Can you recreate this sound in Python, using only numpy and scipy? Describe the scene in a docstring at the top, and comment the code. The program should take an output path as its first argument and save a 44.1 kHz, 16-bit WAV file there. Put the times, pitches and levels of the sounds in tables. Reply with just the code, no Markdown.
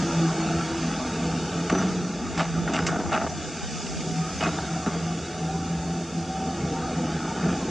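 """Small excavator in wet clay

A small radio-controlled excavator digs beside a pond, a few metres from a camera. Pump: wavering sines at shaft
orders, in a rush of patchy coloured noise; a gear motor whines as a thin tone. Bucket: knocks and gritty slips,
made of noise and impulses, drive sets of resonances; its steel rings in short thin tones. Around it, insects
hiss as coloured noise and sing as a drifting tone; a breeze rumbles on the microphone ports."""
import sys
import numpy as np
from scipy import signal
from scipy.fft import rfft, irfft, next_fast_len
from scipy.io import wavfile
from scipy.ndimage import uniform_filter1d, map_coordinates

SR = 44100
rng = np.random.default_rng(int(sys.argv[2]) if len(sys.argv) > 2 else 0)


def log_audio(samples):
    """Write samples as a 16-bit WAV file to the path given in sys.argv[1]."""
    # one column per channel
    frames = np.atleast_2d(samples).T
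    # limit to full scale, then quantise
    limited = np.clip(frames, -1, 1)
    pcm = np.round(limited * 32767).astype(np.int16)
    wavfile.write(sys.argv[1], SR, pcm)


N = 339566  # length [samples]

# Pump speed: (time [s], hum frequency [Hz])
PUMP_SPEED = [(0, 163.1), (0.75, 164), (1.55, 166.8), (1.76, 181.9), (2.05, 180.6), (2.3, 167.4),
              (3.3, 168), (3.6, 160.4), (4.0, 158), (4.12, 162.5), (4.5, 167), (4.8, 163.7), (5.1, 166.2),
              (6.55, 169.3), (6.95, 161.8), (7.25, 162.1), (7.46, 170.6), (7.7, 175.8)]
# The hum swells and drops out: (time [s], level [dB])
HUM_LEVEL = [(0, -37), (0.08, -42), (0.17, -23), (0.28, -24), (0.37, -38), (0.6, -27), (0.73, -45),
             (0.86, -29), (0.97, -42.5), (1.1, -38.5), (1.35, -30), (1.45, -38), (1.54, -40.5),
             (1.62, -32.5), (1.76, -30), (2.04, -31.5), (2.31, -49), (2.4, -26.5), (2.5, -30),
             (2.68, -31.5), (2.82, -47), (2.92, -27), (3.0, -60), (3.4, -43), (4.03, -45), (4.1, -33),
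             (4.2, -25), (4.36, -48), (4.49, -25.5), (4.59, -45), (4.63, -28), (4.68, -50), (4.72, -26),
             (4.8, -38.5), (4.95, -32.5), (5.08, -31), (5.17, -29.5), (5.3, -60), (5.42, -27),
             (5.53, -31.5), (5.61, -27), (5.68, -41), (5.71, -27), (5.87, -34.5), (5.97, -27), (6.11, -40),
             (6.18, -30), (6.36, -40), (6.42, -32), (6.67, -39), (6.86, -30), (6.92, -35), (7.16, -28.5),
             (7.26, -40), (7.41, -42), (7.46, -21), (7.57, -49), (7.7, -43)]
# Other orders of the hum: (time [s], octave level [dB], order 1.5 level [dB], half order level [dB])
ORDER_LEVELS = [(0, -35.5, -49, -53), (0.75, -36.5, -41.5, -56), (1.0, -47, -40, -46),
                (1.3, -42, -39.5, -48), (1.6, -47.5, -39.5, -46.5), (2.25, -47.5, -62, -50.5),
                (3.15, -43, -65, -42.5), (3.9, -68, -42.5, -57), (4.5, -50, -74, -44.5),
                (5.5, -49.5, -47, -43.5), (6.3, -41, -40.5, -44), (7.7, -48, -38.5, -47.5)]
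# Spectrum of the machine rush: (frequency [Hz], relative density [dB per Hz])
RUSH_SPECTRUM = [(20, -68), (40, -22.5), (70, -12.5), (125, -17), (165, -5), (210, -8), (330, -12.5),
                 (480, -15), (770, -14.5), (1350, -17), (1900, -27), (2700, -28), (4500, -28.5),
                 (7800, -50)]
# Machine rush in three ranges: (time [s], low level [dB], middle level [dB], top level [dB])
RUSH_LEVELS = [(0, -30.5, -33, -39), (0.5, -30, -32.5, -38.5), (1.3, -30, -36.5, -40.5),
               (1.78, -29, -37.5, -41), (2.25, -34, -39, -44.5), (2.7, -31, -38, -43), (2.9, -32, -34, -45),
               (3.28, -33.5, -44.5, -45.5), (3.55, -37, -40, -41.5), (4.05, -34, -44, -42.5),
               (4.6, -33, -37.5, -41), (4.95, -35, -39, -42.5), (5.4, -34, -42.5, -44),
               (6.3, -34.5, -41, -45), (6.6, -31, -37.5, -43), (7.35, -31.5, -35.5, -42.5),
               (7.7, -29, -38, -41)]
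# Gear motor whine: (time [s], frequency [Hz], level [dB])
GEAR_WHINE = [(3.3, 729, -46), (3.95, 733, -62), (4.06, 735, -42.5), (4.24, 752, -37), (4.42, 765.3, -54),
              (4.72, 768, -42), (4.95, 723, -49), (5.12, 726.6, -43), (5.2, 720, -50), (5.5, 765, -40.5),
              (5.99, 762, -42.5), (6.07, 755, -63), (6.17, 757, -38), (6.46, 763, -35.5),
              (6.58, 760, -47.5), (6.7, 772.2, -39.5), (6.89, 760, -42.5), (6.96, 755, -51),
              (7.1, 752.6, -55)]
# Short thin tones: (peak time [s], frequency [Hz], level [dB], rise [s], fall [s]), 20 dB per rise or fall
SHORT_TONES = [(1.724, 6000, -37, .005, 0.045), (1.76, 5980, -39.5, .04, .03),
               (1.786, 5990, -31.5, 0.03, 0.043), (1.885, 6000, -36, 0.0055, 0.011),
               (2.745, 2840, -31.5, .02, .05), (2.803, 5070, -35.5, .004, .02),
               (3.142, 2620, -36, 0.012, 0.02), (3.298, 5910, -35.5, 0.0092, .015),
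               (4.39, 6300, -42, .02, .03), (4.41, 2940, -34, .005, .015),
               (4.45, 2525, -31.5, 0.042, 0.019), (4.586, 3590, -40, 0.023, .015),
               (2.05, 5880, -46, 0.11, .04), (4.25, 1240, -37, 0.12, 0.063)]
# Bucket knocks: (time [s], level [dB], low shell [dB], walls [dB], brightness [dB], t60 of the main drive [s])
BUCKET_KNOCKS = [(1.698, -18.5, -9, 11, 8, 0.035), (1.7006, -20.5, 2, 0, 8.5, 0.056),
                 (1.704, -22.5, 5.5, -5, 2, 0.081), (1.776, -24, 1, 2, 1, 0.11),
                 (2.356, -32, -1, -5, 12, .05), (2.377, -24, -5, -1, 9.5, 0.16),
                 (2.394, -17.5, -8.5, 7, 2.5, 0.047), (2.676, -18, -15, 3, -3, 0.065),
                 (2.736, -22, -6, -9, 10, 0.1), (2.776, -22, 2, 5.5, -2, 0.11),
                 (2.788, -24, -4, 7.5, -1, 0.065), (2.801, -27, -4, 2, 7.5, 0.067),
                 (2.866, -28, -6, 9, 17, 0.18), (3.118, -18, -7, 0.5, 1, 0.11),
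                 (3.129, -18, -7, 4, 6, 0.056), (3.137, -20, -6, 0, 2, 0.052),
                 (3.148, -19, -5, 7.5, 1, 0.066), (3.165, -22.5, -7, 7.5, -1, .06),
                 (3.213, -19, -5, 0.5, -4, 0.096), (3.245, -26, -10, -9, -9, 0.06),
                 (3.865, -33, -7, -1, 11.5, .05), (3.905, -45, 0, -7, 18.5, 0.036),
                 (4.006, -36, -5, -10, 15, 0.093), (4.407, -18.5, -3, 0, 4, 0.09),
                 (4.426, -14.5, 0, -2, -1, .05), (4.436, -20.5, -5, 3.5, 9, 0.048),
                 (4.449, -20, -3.5, 3, -1, 0.04), (4.458, -20, -6, 4, -0.5, 0.044),
                 (4.468, -20, -2, -1, -2, 0.05), (4.586, -14.5, -12, -7, -9, 0.038),
                 (4.862, -18, 5.5, 2, -5, .06), (4.876, -26, 8, 0, -6, .04), (4.932, -31, -1, 7, 0, 0.13),
                 (7.248, -28, 3, 2, -2, 0.063), (7.461, -28.5, 17, -12, -9, 0.043)]
# Bucket grinding: (peak time [s], level [dB], low shell [dB], walls [dB], brightness [dB], rise [s], fall [s])
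BUCKET_GRINDING = [(1.71, -34, 9.5, 0.5, -10, 0.01, 0.24), (1.79, -34, 1, 0, 3.5, 0.075, 0.11),
                   (2.409, -26.5, -3, -3, 2.5, 0.094, 0.085), (2.689, -30, -2, -10, -7, 0.054, 0.078),
                   (2.744, -32, -1.5, 2, 9, 0.026, 0.1), (2.79, -37.5, -9, -1.5, -3, 0.046, 0.084),
                   (2.877, -31.5, -6, 2, -5, 0.0074, 0.19), (3, -32.5, 5, -14, -10, 0.079, 0.054),
                   (3.143, -27, -5.5, -2, -1, 0.067, 0.18), (3.25, -32, -4, -19, -16, 0.093, 0.1),
                   (4.452, -28, 0, -3.5, 1.5, 0.07, 0.12), (4.868, -33, 11, 5, -4, 0.004, 0.044),
                   (4.949, -34, 0.5, -6, -13, 0.05, 0.045), (7.47, -38, 7, 1, -4, 0.24, 0.28)]
# Main modes of the bucket: (frequency [Hz], width [Hz], relative gain [dB])
MAIN_MODES = [(650, 144, 3.5), (910, 234, -0.5)]
# Modes of the bucket's side walls: (frequency [Hz], width [Hz], relative gain [dB])
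WALL_MODES = [(1107, 115, 0.5), (1367, 146, 2.5), (1750, 450, -7.5)]
# Low body modes of the shell: (frequency [Hz], width [Hz], relative gain [dB])
SHELL_MODES = [(193, 37, 2), (281, 58, 2), (410, 105, -3.5)]
# Upper steel modes of the teeth: (frequency [Hz], width [Hz], relative gain [dB])
TEETH_MODES = [(2060, 240, 4), (2710, 280, 1.5), (2890, 90, 6.5), (3580, 1100, -3.5)]
# Treble of the gritty contacts: (frequency [Hz], width [Hz], relative gain [dB])
GRIT_MODES = [(4820, 600, 3.5), (6040, 1000, 4.5), (7560, 860, 3)]
# Dips in the spectrum: (centre [Hz], half width [Hz], gain at full depth [dB])
SPECTRAL_DIPS = [(558, 42, -14), (1021, 85, -25), (1995, 90, -9), (3180, 88, -17), (4084, 128, -30),
                 (5340, 57, -11)]
# Faint diffuse side sound: (frequency [Hz], mean gain against the mid signal [dB])
SIDE_BLUR_SPECTRUM = [(300, -57.5), (700, -68.5), (1000, -49.5), (1500, -42.5), (2100, -25), (3200, -30),
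                      (4500, -21), (8000, -35.5)]
# Share of the mid signal that leans right: (frequency [Hz], gain [dB])
RIGHT_LEAN = [(300, -67), (900, -61), (1500, -41.5), (3000, -28), (8000, -26)]
# Insect hiss: (time [s], level in the mid signal [dB])
INSECT_LEVEL = [(0.0, -39.5), (1.93, -43), (2.04, -44.5), (3.19, -44), (3.75, -40.5), (4.65, -41.5),
                (5.64, -45), (7.51, -43), (7.7, -42.5)]
# Insect spectrum, mid signal: (frequency [Hz], relative density [dB per Hz])
INSECT_MID_SPECTRUM = [(2470, -7), (4200, -8), (4850, 3.5), (5260, 2), (6310, 4), (7190, 0), (9210, -15.5),
                       (9950, -32), (10100, -37.5), (10600, -42), (13800, -64), (22000, -120)]
# Insect spectrum, side signal: (frequency [Hz], relative density [dB per Hz])
INSECT_SIDE_SPECTRUM = [(2530, -39), (4300, -5.5), (5020, 0.5), (6580, 6.5), (7400, 0), (9040, -13.5),
                        (9860, -13), (10600, -25.5), (13800, -56), (22000, -120)]
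# One high insect song that drifts: (time [s], frequency [Hz], level in the mid signal [dB])
INSECT_SONG = [(0, 9620, -75), (1.6, 9800, -68.5), (2.1, 9670, -93), (3.2, 9500, -82), (4.25, 10110, -66.5),
               (5, 9570, -73), (5.5, 9820, -70), (6.6, 9500, -71.5), (7.7, 9400, -84)]
# Breeze strength: (time [s], level [dB])
BREEZE_LEVEL = [(0, -49), (1.8, -49), (2.05, -43.5), (2.7, -42), (3.5, -42), (4.3, -40), (4.6, -54),
                (5.1, -51), (5.4, -58), (7.1, -58), (7.7, -80)]
# Spectrum of the breeze: (frequency [Hz], relative density [dB per Hz])
BREEZE_SPECTRUM = [(12, -42), (20, -6.5), (70, 15.5), (125, 7), (173, 18), (300, -12), (443, -45),
                   (500, -44.5), (650, -80.5), (1100, -120)]

# Share of the middle and top rush that pulses once a shaft turn and once a hum cycle
SHAFT_BEAT, TOOTH_BEAT = .14, .13
BROAD, NARROW = (512, 6, 10), (2048, 3, 4)  # patch shapes: (window [samples], bins, frames)
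CLANK_DB, TREBLE_DB = -9, -21  # drive of teeth and grit against the main modes, at brightness 0
TREBLE_GROWS = 1.98  # grit drive [dB per dB of brightness]
CONTACT_S = .0005  # time constant with which a knock's rattle builds
SNAP_DB, SNAP_S, SNAP_GROWS = -22, .005, 1.5  # bare first contact: level, t60, dB per dB of brightness
BLOW_DB = 13.5  # the single hard blow that opens a knock
# Grains of clay and stone that snap under the blade: rate, level against the slips, spread
CRACKLES_PER_S, CRACKLE_DB, CRACKLE_SPREAD_DB = 120, 0, 4
SIDE_BLUR_S = .04  # t60 of the side blur
# Wander of each dip: share of its frequency, share of its depth, random knots a second
DIP_DRIFT, DIP_DEEPENS, DIP_RATE = .012, .9, 24
CEILING, TOP_HZ = .33, 10740  # peak limit [amplitude], band limit [Hz]


def pump():
    """Periodic displacement gives shaft orders that waver with oil load; oil and gears add broadband rush."""
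    (hz,), (hum_db,) = curves(PUMP_SPEED), curves(HUM_LEVEL)
    octave_db, third_db, half_db = curves(ORDER_LEVELS)
    low_db, middle_db, top_db = curves(RUSH_LEVELS)
    hum = tone(hz, hum_db, waver=0.01358, rate=25, flutter_db=2.0)
    hum += tone(hz * 2, octave_db, waver=.014, rate=16, flutter_db=4.5)
    hum += tone(hz * 3 / 2, third_db, waver=0.0133, rate=25, flutter_db=3.5)
    hum += tone(hz / 2, half_db, waver=.06, rate=22, flutter_db=4)
    load = amp(0.3 * wobble(7))  # quick load changes move all three ranges of the rush
    low = amp(low_db + 0.91 * wobble(14)) * rush(RUSH_SPECTRUM, patchy_db=2.5, hi_hz=633, patch=NARROW)
    middle = amp(middle_db) * rush(RUSH_SPECTRUM, patchy_db=3.5, lo_hz=600, hi_hz=1920, patch=NARROW)
    top = amp(top_db) * rush(RUSH_SPECTRUM, patchy_db=3, lo_hz=1860, hi_hz=4600, patch=NARROW)
    shaft = np.pi * np.cumsum(hz) / SR  # shaft angle: two hum cycles a turn
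    beat = 1 + SHAFT_BEAT * np.cos(shaft) + TOOTH_BEAT * np.cos(2 * shaft)
    return hum + load * (low + beat * (middle + top))


def whines():
    """Narrowband excitation: gears and steel give thin, nearly sinusoidal tones that come and go."""
    whine = during(GEAR_WHINE) * tone(*curves(GEAR_WHINE), waver=.006, rate=36, flutter_db=3.2)
    for peak_s, hz, db, rise_s, fall_s in SHORT_TONES:
        level_db = db + swell(peak_s, rise_s, fall_s)
        whine = whine + tone(hz, level_db, waver=0.0039, rate=90, flutter_db=1.0)
    return whine


def bucket():
    """Modal excitation: knocks and slips drive the main modes, walls, low shell, teeth and grit."""
    t = np.arange(SR // 4) / SR
    drive, snaps = np.zeros((5, N + len(t))), np.zeros(N + len(t))
    bursts = rng.standard_normal((len(BUCKET_KNOCKS), 6, len(t)))
    decay_rates = np.array([[1], [1.1], [.7], [1.3], [1.8]])  # treble dies first
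    # the first hard contact is bright
    crack = np.array([[.6], [1.2], [.4], [2.6], [1.1]]) * amp(-60 * t / 0.0038)
    build = 1 - np.exp(-t / CONTACT_S)
    for (s, db, thud_db, wall_db, bright_db, t60), burst in zip(BUCKET_KNOCKS, bursts):
        start = round(s * SR)
        colour_db = parts(thud_db, wall_db, bright_db)
        fall = amp(-decay_rates * 60 * t / max(t60, .01))
        drive[:, start:][:, :len(t)] += amp(db - 9.5 + colour_db) * (fall + crack) * build * burst[:5]
        drive[:, start] += amp(db - 9.0 + BLOW_DB + colour_db)[:, 0]
        snap_db = db + SNAP_GROWS * bright_db + SNAP_DB
        snaps[start:][:len(t)] += amp(snap_db - 60 * t / SNAP_S) * burst[5]
    grinding = 0
    for s, db, thud_db, wall_db, bright_db, rise_s, fall_s in BUCKET_GRINDING:
        grinding = grinding + amp(db + swell(s, rise_s, fall_s)) * amp(parts(thud_db, wall_db, bright_db))
    drive[:, :N] += crackle() * grinding
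    hz = np.fft.rfftfreq(4096, 1 / SR)
    rung = 0
    for part_drive, table in zip(drive, (MAIN_MODES, WALL_MODES, SHELL_MODES, TEETH_MODES, GRIT_MODES)):
        body = modes(table)
        body_rms = np.sqrt(np.mean(abs(body(hz)) ** 2))
        rung = rung + filtered(part_drive[:N], body) / body_rms
    # little of the bucket's sound reaches the very top
    lowpass = signal.butter(N=6, Wn=7800, fs=SR, output="sos")
    return signal.sosfilt(lowpass, rung + snaps[:N])


def parts(thud_db, wall_db, bright_db):
    """Modal participation: drive in dB of the main modes, walls, low shell, teeth and grit."""
    clank_db = CLANK_DB + bright_db
    treble_db = TREBLE_DB + TREBLE_GROWS * bright_db
    return np.array([0, wall_db, thud_db, clank_db, treble_db])[:, None]


def crackle():
    """Stick-slip friction: noise of slipping clay with separate snaps, one row for each bucket part."""
    own_grip = np.array([wobble(80) for _ in range(5)])
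    # clay grips and lets go unevenly
    slips = amp(1.5 * wobble(45) + 2 * wobble(140) + 1.5 * own_grip)
    struck = rng.random(N) < CRACKLES_PER_S / SR  # the same moments for all parts
    strength = amp(CRACKLE_SPREAD_DB * rng.standard_normal((5, N)))
    snaps = struck * strength * rng.choice([-1, 1], (5, N))
    return unit(unit(slips * rng.standard_normal((5, N))) + amp(CRACKLE_DB) * unit(snaps))


def dips(hz, depth, shift):
    """Band rejection: gain of the spectral dips; depth and shift hold one row for each dip."""
    gain = 1
    for (centre, half_width, db), d, k in zip(SPECTRAL_DIPS, depth, shift):
        gain = gain * (1 - (1 - amp(d * db)) / (1 + ((hz * k - centre) / half_width) ** 4))
    return gain


def dipped(x, depth):
    """Time-varying filtering: dips in the spectrum, each wandering randomly in frequency and depth."""
    hz, t, z = signal.stft(x, SR, nperseg=2048, noverlap=1536)
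    at = np.minimum((t * SR).astype(int), N - 1)
    wander = np.array([wobble(DIP_RATE)[at] for _ in range(2 * len(SPECTRAL_DIPS))])
    depth_wander, pitch_wander = wander.reshape(2, len(SPECTRAL_DIPS), -1)
    depths = depth * np.clip(1 + DIP_DEEPENS * depth_wander, .5, 3)
    gain = dips(hz[:, None], depths, 1 + DIP_DRIFT * pitch_wander)
    return signal.istft(z * gain, SR, nperseg=2048, noverlap=1536)[1][:N]


def side_blur(x):
    """Decorrelation: faint diffuse side sound, a blurred copy of the mid signal, randomly varying in level."""
    t = np.arange(SR // 10) / SR
    tail = rng.standard_normal(len(t)) * amp(-60 * t / SIDE_BLUR_S)
    blurred = signal.fftconvolve(x, tail / np.linalg.norm(tail))[:N]
    return amp(4 * wobble(9)) * filtered(blurred, lambda hz: amp(along(SIDE_BLUR_SPECTRUM, hz)))


def surroundings():
    """Superposed sources: insect hiss, one high song and port turbulence, as mid and side signals."""
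    hiss_db, = curves(INSECT_LEVEL)
    song_hz, song_db = curves(INSECT_SONG)
    song = tone(song_hz, song_db, waver=.016, rate=260, flutter_db=3)  # a wide, buzzy band
    mid_gain = amp(hiss_db + 0.24 * wobble(9.1))
    mid = mid_gain * rush(INSECT_MID_SPECTRUM, patchy_db=2.5, patch=NARROW) + song
    side_gain = amp(hiss_db - 6.0 + .7 * wobble(8))
    side = side_gain * rush(INSECT_SIDE_SPECTRUM, patchy_db=2.5) + .6 * song
    puffs_db = 3.5 * wobble(8)  # the breeze comes in short puffs
    breeze = amp(curves(BREEZE_LEVEL)[0] + puffs_db) * rush(BREEZE_SPECTRUM, patchy_db=4.5)
    return mid, side + breeze


def rush(spectrum, patchy_db, lo_hz=0, hi_hz=22000, patch=BROAD):
    """Filtered random noise of rms 1, with patches of random gain, softly limited to a band."""
    window, bins, frames = patch
    z = signal.stft(rng.standard_normal(N), nperseg=window)[2]
    field = uniform_filter1d(uniform_filter1d(rng.standard_normal(z.shape), bins, 0), frames, 1)
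    x = signal.istft(z * amp(patchy_db * unit(field)), nperseg=window)[1][:N]

    def response(f):
        """Spectral colour times gentle band edges."""
        edges = 1 / np.sqrt((1 + (lo_hz / (f + 1)) ** 8) * (1 + (f / hi_hz) ** 8))
        return amp(along(spectrum, f)) * edges

    return unit(filtered(x, response))


def tone(hz, db, waver, rate, flutter_db):
    """Random modulation: a sine about the given rms level whose pitch and strength waver."""
    turns = np.cumsum(hz * (1 + waver * wobble(rate))) / SR
    return np.sqrt(2) * amp(db + flutter_db * wobble(rate)) * np.sin(2 * np.pi * turns)


def modes(table):
    """Modal superposition: causal response of a set of resonances with alternating sign."""
    def response(f):
        """Sum of second-order resonances."""
        total = 0
        for k, (centre, width, db) in enumerate(table):
            resonance = 1j * f * width / (centre * centre - f * f + 1j * f * width + 1e-9)
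            total = total + (-1) ** k * amp(db) * resonance
        return total

    return response


def filtered(x, response):
    """Linear filtering: the spectrum of x times a complex response of frequency."""
    m = next_fast_len(N + SR // 2)
    return irfft(rfft(x, m) * response(np.fft.rfftfreq(m, 1 / SR)), m)[..., :N]


def swell(peak_s, rise_s, fall_s):
    """Exponential envelope in dB: 0 at the peak, 20 down a rise before and a fall after."""
    t = np.arange(N) / SR - peak_s
    return -20 * np.where(t < 0, -t / max(rise_s, .002), t / max(fall_s, .002))


def wobble(rate):
    """Slow random modulation: a smooth curve with rate knots a second."""
    coarse = np.arange(0, N + 16, 16)
    knots = rng.standard_normal(int(N * rate / SR) + 4)
    return np.interp(np.arange(N), coarse, map_coordinates(knots, [coarse * rate / SR]))


def during(rows):
    """Gating: 1 inside the span of the rows, with a 2 ms rise and a 10 ms fall."""
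    t = np.arange(N) / SR
    return np.clip(np.minimum((t - rows[0][0]) * 500, (rows[-1][0] - t) * 100), 0, 1)


def curves(rows):
    """Linear interpolation in time: one value per sample for each column after the time."""
    s, *cols = np.transpose(rows)
    return [np.interp(np.arange(N) / SR, s, c) for c in cols]


def along(points, hz):
    """Interpolation of (frequency [Hz], value) points on a log frequency axis."""
    f, v = np.transpose(points)
    return np.interp(np.log(hz + 1), np.log(f + 1), v)


def amp(db):
    """Level law: decibels to amplitude gain."""
    return 10 ** (np.asarray(db) / 20)


def unit(x):
    """Normalisation to rms 1."""
    return x / np.sqrt(np.mean(x ** 2) + 1e-20)


def scene():
    """Mid and side superposition: the machine stands a little to the right, the surroundings are wide."""
    mid, side = surroundings()
    still = np.ones(len(SPECTRAL_DIPS))
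    bucket_sound = filtered(bucket(), lambda hz: dips(hz, 0.34 * still, still))
    mid = dipped(pump() + mid, depth=0.7) + bucket_sound + whines()
    side = side + side_blur(mid) - filtered(mid, lambda hz: amp(along(RIGHT_LEAN, hz)))
    return np.array([mid + side, mid - side])  # left, right


def record(dry):
    """Saturation and band limiting: the camera rounds off the highest peaks and cuts the top."""
    soft = dry / (1 + abs(dry / CEILING) ** 4) ** (1 / 4)
    return filtered(soft, lambda hz: hz < TOP_HZ)


dry = scene()
out = record(dry)
log_audio(out)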